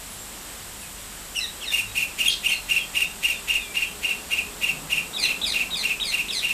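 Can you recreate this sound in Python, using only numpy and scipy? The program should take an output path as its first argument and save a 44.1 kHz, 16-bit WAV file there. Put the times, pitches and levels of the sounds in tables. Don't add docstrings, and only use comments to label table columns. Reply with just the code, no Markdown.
import sys
import numpy as np
from scipy import signal
from scipy.fft import rfft, irfft, next_fast_len
from scipy.io import wavfile
from scipy.ndimage import map_coordinates

SR = 44100
rng = np.random.default_rng(int(sys.argv[2]) if len(sys.argv) > 2 else 0)


def unload_wav(signal):
    wavfile.write(
        sys.argv[1],
        SR,
        np.round(np.clip(np.atleast_2d(signal).T, -1, 1) * 32767).astype(np.int16),
    )


N = 287973
TOP_HZ = 14250


def amp(db):
    return 10 ** (np.asarray(db) / 20)


def unit(x):
    return x / np.sqrt(np.mean(x ** 2) + 1e-20)


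def along(points, hz):
    f, v = np.transpose(points)
    return np.interp(np.log(hz + 1), np.log(f + 1), v)


def curves(rows, t):
    s, *cols = np.transpose(rows)
    return [np.interp(t, s, c) for c in cols]


def wobble(rate, n):
    return map_coordinates(rng.standard_normal(int(n * rate / SR) + 4), [np.arange(n) * rate / SR])


def cycle(hz):
    return 2 * np.pi * np.cumsum(hz) / SR


def bend(u, start_hz, middle_hz, end_hz):
    return np.polyval(np.polyfit([0, .5, 1], [start_hz, middle_hz, end_hz], 2), u)


def swell(t, peak_s, db, rise_s, fall_s):
    return amp(db) * np.exp(-((t - peak_s) / np.where(t < peak_s, rise_s, fall_s)) ** 2)


def coloured(x, spectrum):
    m = next_fast_len(2 * len(x))
    gain = amp(along(spectrum, np.fft.rfftfreq(m, 1 / SR)))
    return unit(irfft(rfft(x, m) * gain, m)[:len(x)])


def add(track, start_s, x):
    i = max(round(start_s * SR), 0)
    part = track[i:i + len(x)]
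    part += x[:len(part)]


# frequency_hz, gain_db
AIR_SPECTRUM = [(12, -42), (20, -3), (46, -1), (69, -4.5), (101, -9), (126, -8), (207, -7.5), (319, -11.5),
                (552, -10.5), (652, -12), (752, -10.5), (2480, -11.5), (2860, -10.5), (3150, -10.5),
                (6000, -15.5), (7800, -59), (13200, -120)]
def outdoor_air():
    drift_db = .5 * wobble(3.63, N)
    return amp(-42 + drift_db) * coloured(rng.standard_normal(N), AIR_SPECTRUM)


# frequency_hz, gain_db
HISS_SPECTRUM = [(4000, -23.5), (6300, -10), (6900, -3.5), (7800, -1.5), (8300, 1.5), (8700, -7.5),
                 (10500, -7.5), (12000, -9.5), (14200, -7.5)]
def camera_hiss():
    return amp(-39.5) * coloured(rng.standard_normal(N), HISS_SPECTRUM)


# time_s, level_db
ROAD_LEVEL = [(0, -52), (2, -50.5), (3.5, -50), (4.8, -44), (5.7, -43), (6.53, -50)]
# frequency_hz, gain_db
ROAD_SPECTRUM = [(70, -40), (120, -17), (170, 0.5), (300, -4), (430, -7.5), (700, -6), (1300, -8.5),
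                 (2500, -29), (5000, -25.5)]
RUMBLE_SPECTRUM = [(90, -42), (135, -11), (158, -2), (185, -15), (300, -21), (600, -70), (2000, -120)]
# peak_s, level_db, rise_s, fall_s
RUMBLE_SWELLS = [(2.8, -56, 0.37, .25), (4.8, -46, 0.099, 0.33)]
def road(t):
    level_db = curves(ROAD_LEVEL, t)[0] + .8 * wobble(5, N)
    roar = amp(level_db) * coloured(rng.standard_normal(N), ROAD_SPECTRUM)
    rumble_gain = sum(swell(t, *row) for row in RUMBLE_SWELLS)
    return roar + rumble_gain * coloured(rng.standard_normal(N), RUMBLE_SPECTRUM)


# time_s, pitch_hz, level_db
VEHICLE_WHINE = [(2.5, 389, -68), (3.2, 399.3, -54.5), (4.2, 418.2, -50), (5, 436, -54), (5.7, 432, -52.5),
                 (6.15, 409, -51), (6.53, 400, -57)]
# peak_s, pitch_hz, level_db, rise_s, fall_s
ENGINE_DRONES = [(.4, 97, -55, .7, .8), (1.89, 105, -45.5, .13, .17)]
# pitch_hz, level_db
HUM_TONES = [(45, -51.5), (69, -57), (205, -61.5)]
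def engines(t, waver_db=2.5, waver=.015):
    whine_hz, whine_db = curves(VEHICLE_WHINE, t)
    tones = [(whine_hz, amp(whine_db))]
    tones += [(hz, swell(t, s, db, rise, fall)) for s, hz, db, rise, fall in ENGINE_DRONES]
    tones += [(hz, amp(db)) for hz, db in HUM_TONES]
    out = np.zeros(N)
    for hz, gain in tones:
        fading = amp(waver_db * wobble(12, N))
        out += gain * fading * np.sin(cycle(hz * (1 + waver * wobble(25, N))))
    return out


# frequency_hz, t60_s
TREE_DECAY = [(1000, .3), (2700, .28), (4000, .32), (6000, .27), (13000, .2)]
def among_trees(call, wet_db, build_s=0.013):
    hz, t, noise = signal.stft(rng.standard_normal(SR // 2), SR, nperseg=256)
    decay = amp(-60 * t / along(TREE_DECAY, hz)[:, None])
    tail = signal.istft(noise * decay, SR, nperseg=256)[1]
    tail *= 1 - np.exp(-(np.arange(len(tail)) / SR / build_s) ** 2)
    return signal.fftconvolve(call, np.r_[1, amp(wet_db) * tail / np.linalg.norm(tail)])


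# start_s, length_s, start_hz, middle_hz, end_hz, level_db
FAR_CHIRPS = [(0.07, 0.11, 10450, 10480, 10500, -44.5), (.17, 0.098, 7500, 7450, 7560, -40),
              (0.768, .096, 10800, 10800, 10650, -44), (.81, 0.048, 3010, 2580, 2400, -42),
              (1.863, 0.074, 3700, 3850, 3660, -42.5), (2.78, 0.069, 3400, 3250, 2930, -32),
              (3.025, .075, 3400, 3700, 3600, -41), (3.31, .08, 3750, 3630, 3280, -40),
              (3.578, 0.1, 3800, 3550, 3100, -37.5), (3.61, 0.15, 2500, 2360, 2410, -38.5),
              (3.838, 0.083, 3400, 3170, 2820, -39)]
def far_birds(waver=0.01):
    out = np.zeros(N)
    for start_s, length_s, *pitches_hz, db in FAR_CHIRPS:
        u = np.linspace(0, 1, int(length_s * SR))
        hz = bend(u, *pitches_hz) * (1 + waver * wobble(377, len(u)))
        chirp = amp(db) * np.sin(np.pi * u) * np.sin(cycle(hz))
        add(out, start_s, among_trees(chirp, wet_db=-5.5))
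    return out


# frequency_hz, gain_db
BEAK_RESPONSE = [(1500, -34), (2100, -14.5), (2700, -7), (3500, 1.5), (4100, 0.5), (4400, -3), (4750, 1.5),
                 (5300, -6), (6100, -9), (7500, -14), (8400, -8.5), (9300, -2), (10000, -11.5),
                 (14000, -19)]
def squeal(hz, db, tilt_db_per_octave, jitter, shimmer_db=3.5):
    phase = cycle(hz * (1 + jitter * wobble(1210, len(hz))))
    voice = np.zeros(len(hz))
    for k in range(1, 6):
        gain = amp(along(BEAK_RESPONSE, k * hz) + tilt_db_per_octave * np.log2(k))
        voice += (k * hz < SR / 2) * gain * np.sin(k * phase)
    voice *= amp(db + shimmer_db * wobble(251.5, len(hz)))
    return among_trees(voice, wet_db=-4, build_s=0.0029)


# accent_s, lead_s, fall_s, accent_hz, middle_hz, end_hz, level_db, fade_db, bright_db_per_octave
HIGH_YELPS = [(1.365, 0.015, 0.034, 2940, 2750, 2615, -18, -3.5, 0),
              (1.625, .02, 0.022, 3250, 2780, 2680, -27, 4, -4),
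              (2.273, 0.019, 0.019, 3590, 3256, 3400, -18.5, -0.5, 5),
              (2.487, 0.0078, 0.021, 3220, 3094, 2900, -23.5, -1, 1),
              (5.165, 0.033, 0.014, 3750, 3480, 3200, -21, -11, 0),
              (5.443, 0.028, 0.0099, 3787, 3560, 3130, -20.5, -8, 0),
              (5.743, .037, 0.011, 3720, 3390, 3000, -22, -11, -3.5),
              (6.026, .027, 0.012, 3690, 3274, 2960, -21, -10, -3),
              (6.304, 0.02, 0.0089, 3745, 3406, 3100, -20.5, -0.5, 0)]
def yelps(tilt_db_per_octave=-6.5, flick_s=0.01206, lead_db=-8.5, jump_s=0.0045):
    out = np.zeros(N)
    for accent_s, lead_s, fall_s, *pitches_hz, db, fade_db, bright in HIGH_YELPS:
        t = np.arange(-lead_s, fall_s, 1 / SR)
        u = np.clip(t / fall_s, 0, 1)
        flick = np.interp(t + lead_s, [0, flick_s], [.86, 1])
        overshoot = np.interp(t, [-lead_s, 0], [1.07, 1])
        hz = flick * overshoot * bend(u, *pitches_hz)
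        level_db = db + fade_db * u + np.interp(t, [-jump_s, 0], [lead_db, 0])
        jitter = .009 + .11 * np.exp(-((t + lead_s) / .009) ** 2)
        add(out, accent_s - lead_s, squeal(hz, level_db, tilt_db_per_octave + bright, jitter))
    return out


# start_s, length_s, start_hz, settled_hz, plunge_octaves, level_db, bright_db_per_octave
LOW_WAILS = [(1.399, 0.063, 2040, 1975, 0.17, -23, -3.5), (1.648, 0.074, 2176, 1826, 0.11, -23, -6),
             (2.509, .058, 2150, 2150, 0.125, -28.5, 0.5), (5.181, 0.091, 2540, 2020, 0.45, -22, -1.5),
             (5.452, 0.089, 2610, 2047, 0.44, -23, -0.5), (5.755, .082, 2520, 2062, .46, -24, -1),
             (6.038, 0.097, 2536, 2093, .5, -24, -1), (6.311, 0.1, 2680, 2010, .48, -22.5, -0.5)]
def wails(tilt_db_per_octave=-3, sag_share=0.33, plunge_s=.034, swell_db=4):
    out = np.zeros(N)
    for start_s, length_s, start_hz, settled_hz, octaves, db, bright in LOW_WAILS:
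        t = np.arange(0, length_s, 1 / SR)
        u = t / length_s
        sag_hz = (start_hz - settled_hz) * np.exp(-(u / sag_share) ** 2)
        plunge = octaves * np.interp(length_s - t, [0, plunge_s], [1, 0]) ** 2
        hz = (settled_hz + sag_hz) * 2 ** -plunge
        attack_tilt = np.interp(t, [0, 0.017], [-6, 0])
        release_tilt = np.interp(length_s - t, [0, 0.02], [-11, 0])
        tilt = tilt_db_per_octave + bright + attack_tilt + release_tilt
        add(out, start_s, squeal(hz, db + swell_db * (u - .5), tilt, jitter=.026 * amp(bright)))
    return out


def screech(onset_s=2.299, centre_hz=4100, spread=0.2, attack_s=0.0074, hold_s=0.043, release_s=0.01):
    out = np.zeros(N)
    t = np.arange(-attack_s, hold_s + release_s, 1 / SR)
    phase = cycle(centre_hz * np.exp(spread * wobble(1800, len(t))))
    voice = np.sin(phase) + amp(-15) * np.sin(2 * phase)
    gain = np.interp(t, [-attack_s, 0, hold_s, hold_s + release_s], [0, amp(-23), amp(-26), 0])
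    add(out, onset_s - attack_s, among_trees(voice * gain, wet_db=-6.5))
    return out


# delay_s, gain_ratio
PERCH_ECHOES = [(.00324, .16), (.00358, .18), (.00461, .15), (.00771, .18), (.00816, .27)]
def around_perch(call):
    return call + sum(gain * np.pad(call, (round(delay_s * SR), 0))[:N] for delay_s, gain in PERCH_ECHOES)


# time_s, gain_db
HEAD_TURNS = [(1.7, 5.5), (2.5, 0), (3.25, 1.5), (3.8, -3), (4.9, -1), (6.5, -1.5)]
def bill_beam(call, t, treble_hz=4500):
    treble = signal.sosfiltfilt(signal.butter(2, treble_hz, "high", fs=SR, output="sos"), call)
    return call + (amp(curves(HEAD_TURNS, t)[0]) - 1) * treble


# time_s, level_db
RASP_ENVELOPE = [(-.036, -21.5), (-.025, -6), (-.016, 1), (-.01, -4), (.002, -6), (.016, -5)]
# frequency_hz, gain_db
THROAT_RESPONSE = [(1200, -22.5), (1900, -17), (2350, -2), (2700, 1.5), (3050, -5.5), (3400, -11),
                   (5500, -21), (7000, -14.5), (8300, -20.5), (9400, -16), (10700, -26), (13500, -18.5)]
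def rasp(t, flap_hz=270, scatter=.35):
    rate_hz = flap_hz * np.exp(scatter * wobble(300, len(t)))
    flap_count = np.floor(np.cumsum(rate_hz) / SR + rng.random())
    flaps = np.diff(flap_count, prepend=flap_count[0])
    sweep = np.sin(cycle(np.linspace(1000, TOP_HZ, SR // 200)))
    pulses = unit(np.convolve(flaps, sweep)[:len(t)])
    breath = rng.standard_normal(len(t))
    return amp(curves(RASP_ENVELOPE, t)[0]) * coloured(pulses + breath, THROAT_RESPONSE)


# time_s, pitch_ratio, level_db
WHISTLE_ARCH = [(-.016, .7, -30), (-.0102, .84, -17), (-.0088, .9, -5), (-.007, .975, -1),
                (-.002, 1.018, -.3), (.004, .992, .7), (.0075, .93, .7), (.0105, .875, -7),
                (.015, .82, -26)]
# frequency_hz, gain_db
BILL_RESPONSE = [(2900, -1.5), (4000, -46), (5200, -26.5), (5650, -19), (6200, -25.5), (7800, -31),
                 (8450, -14.5), (9000, -26), (10600, -30), (11250, -23.5), (12000, -35), (13700, -24)]
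def whistle(t, hz, jitter=0.0053):
    ratio, level_db = curves(WHISTLE_ARCH, t)
    pitch_hz = hz * ratio
    phase = cycle(pitch_hz * (1 + jitter * wobble(661, len(t))))
    harmonics = sum(amp(along(BILL_RESPONSE, k * pitch_hz)) * np.sin(k * phase) for k in range(1, 6))
    return amp(level_db) * harmonics


# first_whistle_s, gap_s, pitch_hz, level_db
DOUBLE_NOTES = [(1.744, 0.049, 2806, -21.5), (1.979, 0.048, 2770, -21), (2.211, 0.054, 2828, -20),
                (2.465, .056, 2805, -19), (2.718, 0.053, 2785, -18.5), (2.972, .052, 2820, -19.5),
                (3.253, 0.054, 2808, -19), (3.505, .053, 2808, -19.5), (3.774, 0.056, 2785, -20),
                (4.054, 0.057, 2792, -20.5), (4.333, .057, 2787, -20.5), (4.642, 0.055, 2790, -19.5),
                (4.928, .055, 2800, -20), (5.255, 0.055, 2738, -21), (5.563, 0.051, 2736, -20),
                (5.857, 0.055, 2749, -19.5), (6.145, 0.056, 2768, -20.5), (6.45, 0.06, 2777, -20)]
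def kingfisher(second_ratio=0.98, second_db=-0.07):
    out = np.zeros(N)
    t = np.arange(-.04, .022, 1 / SR)
    for s, gap_s, hz, db in DOUBLE_NOTES:
        first = whistle(t, hz) + amp(-9) * rasp(t)
        add(out, s + t[0], amp(db) * among_trees(first, wet_db=-7))
        second = whistle(t, hz * second_ratio) + amp(-10) * rasp(t)
        add(out, s + gap_s + t[0], amp(db + second_db) * among_trees(second, wet_db=-7.5))
    return out


def scene():
    t = np.arange(N) / SR
    trill = amp(2.5) * around_perch(bill_beam(kingfisher(), t))
    other_birds = yelps() + wails() + screech() + far_birds()
    background = outdoor_air() + camera_hiss() + road(t) + engines(t)
    return (trill + other_birds + background)[None]


def record(dry):
    m = next_fast_len(N + SR // 2)
    passband = np.fft.rfftfreq(m, 1 / SR) < TOP_HZ
    return irfft(rfft(dry, m) * passband, m)[..., :N]


dry = scene()
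out = record(dry)
unload_wav(out)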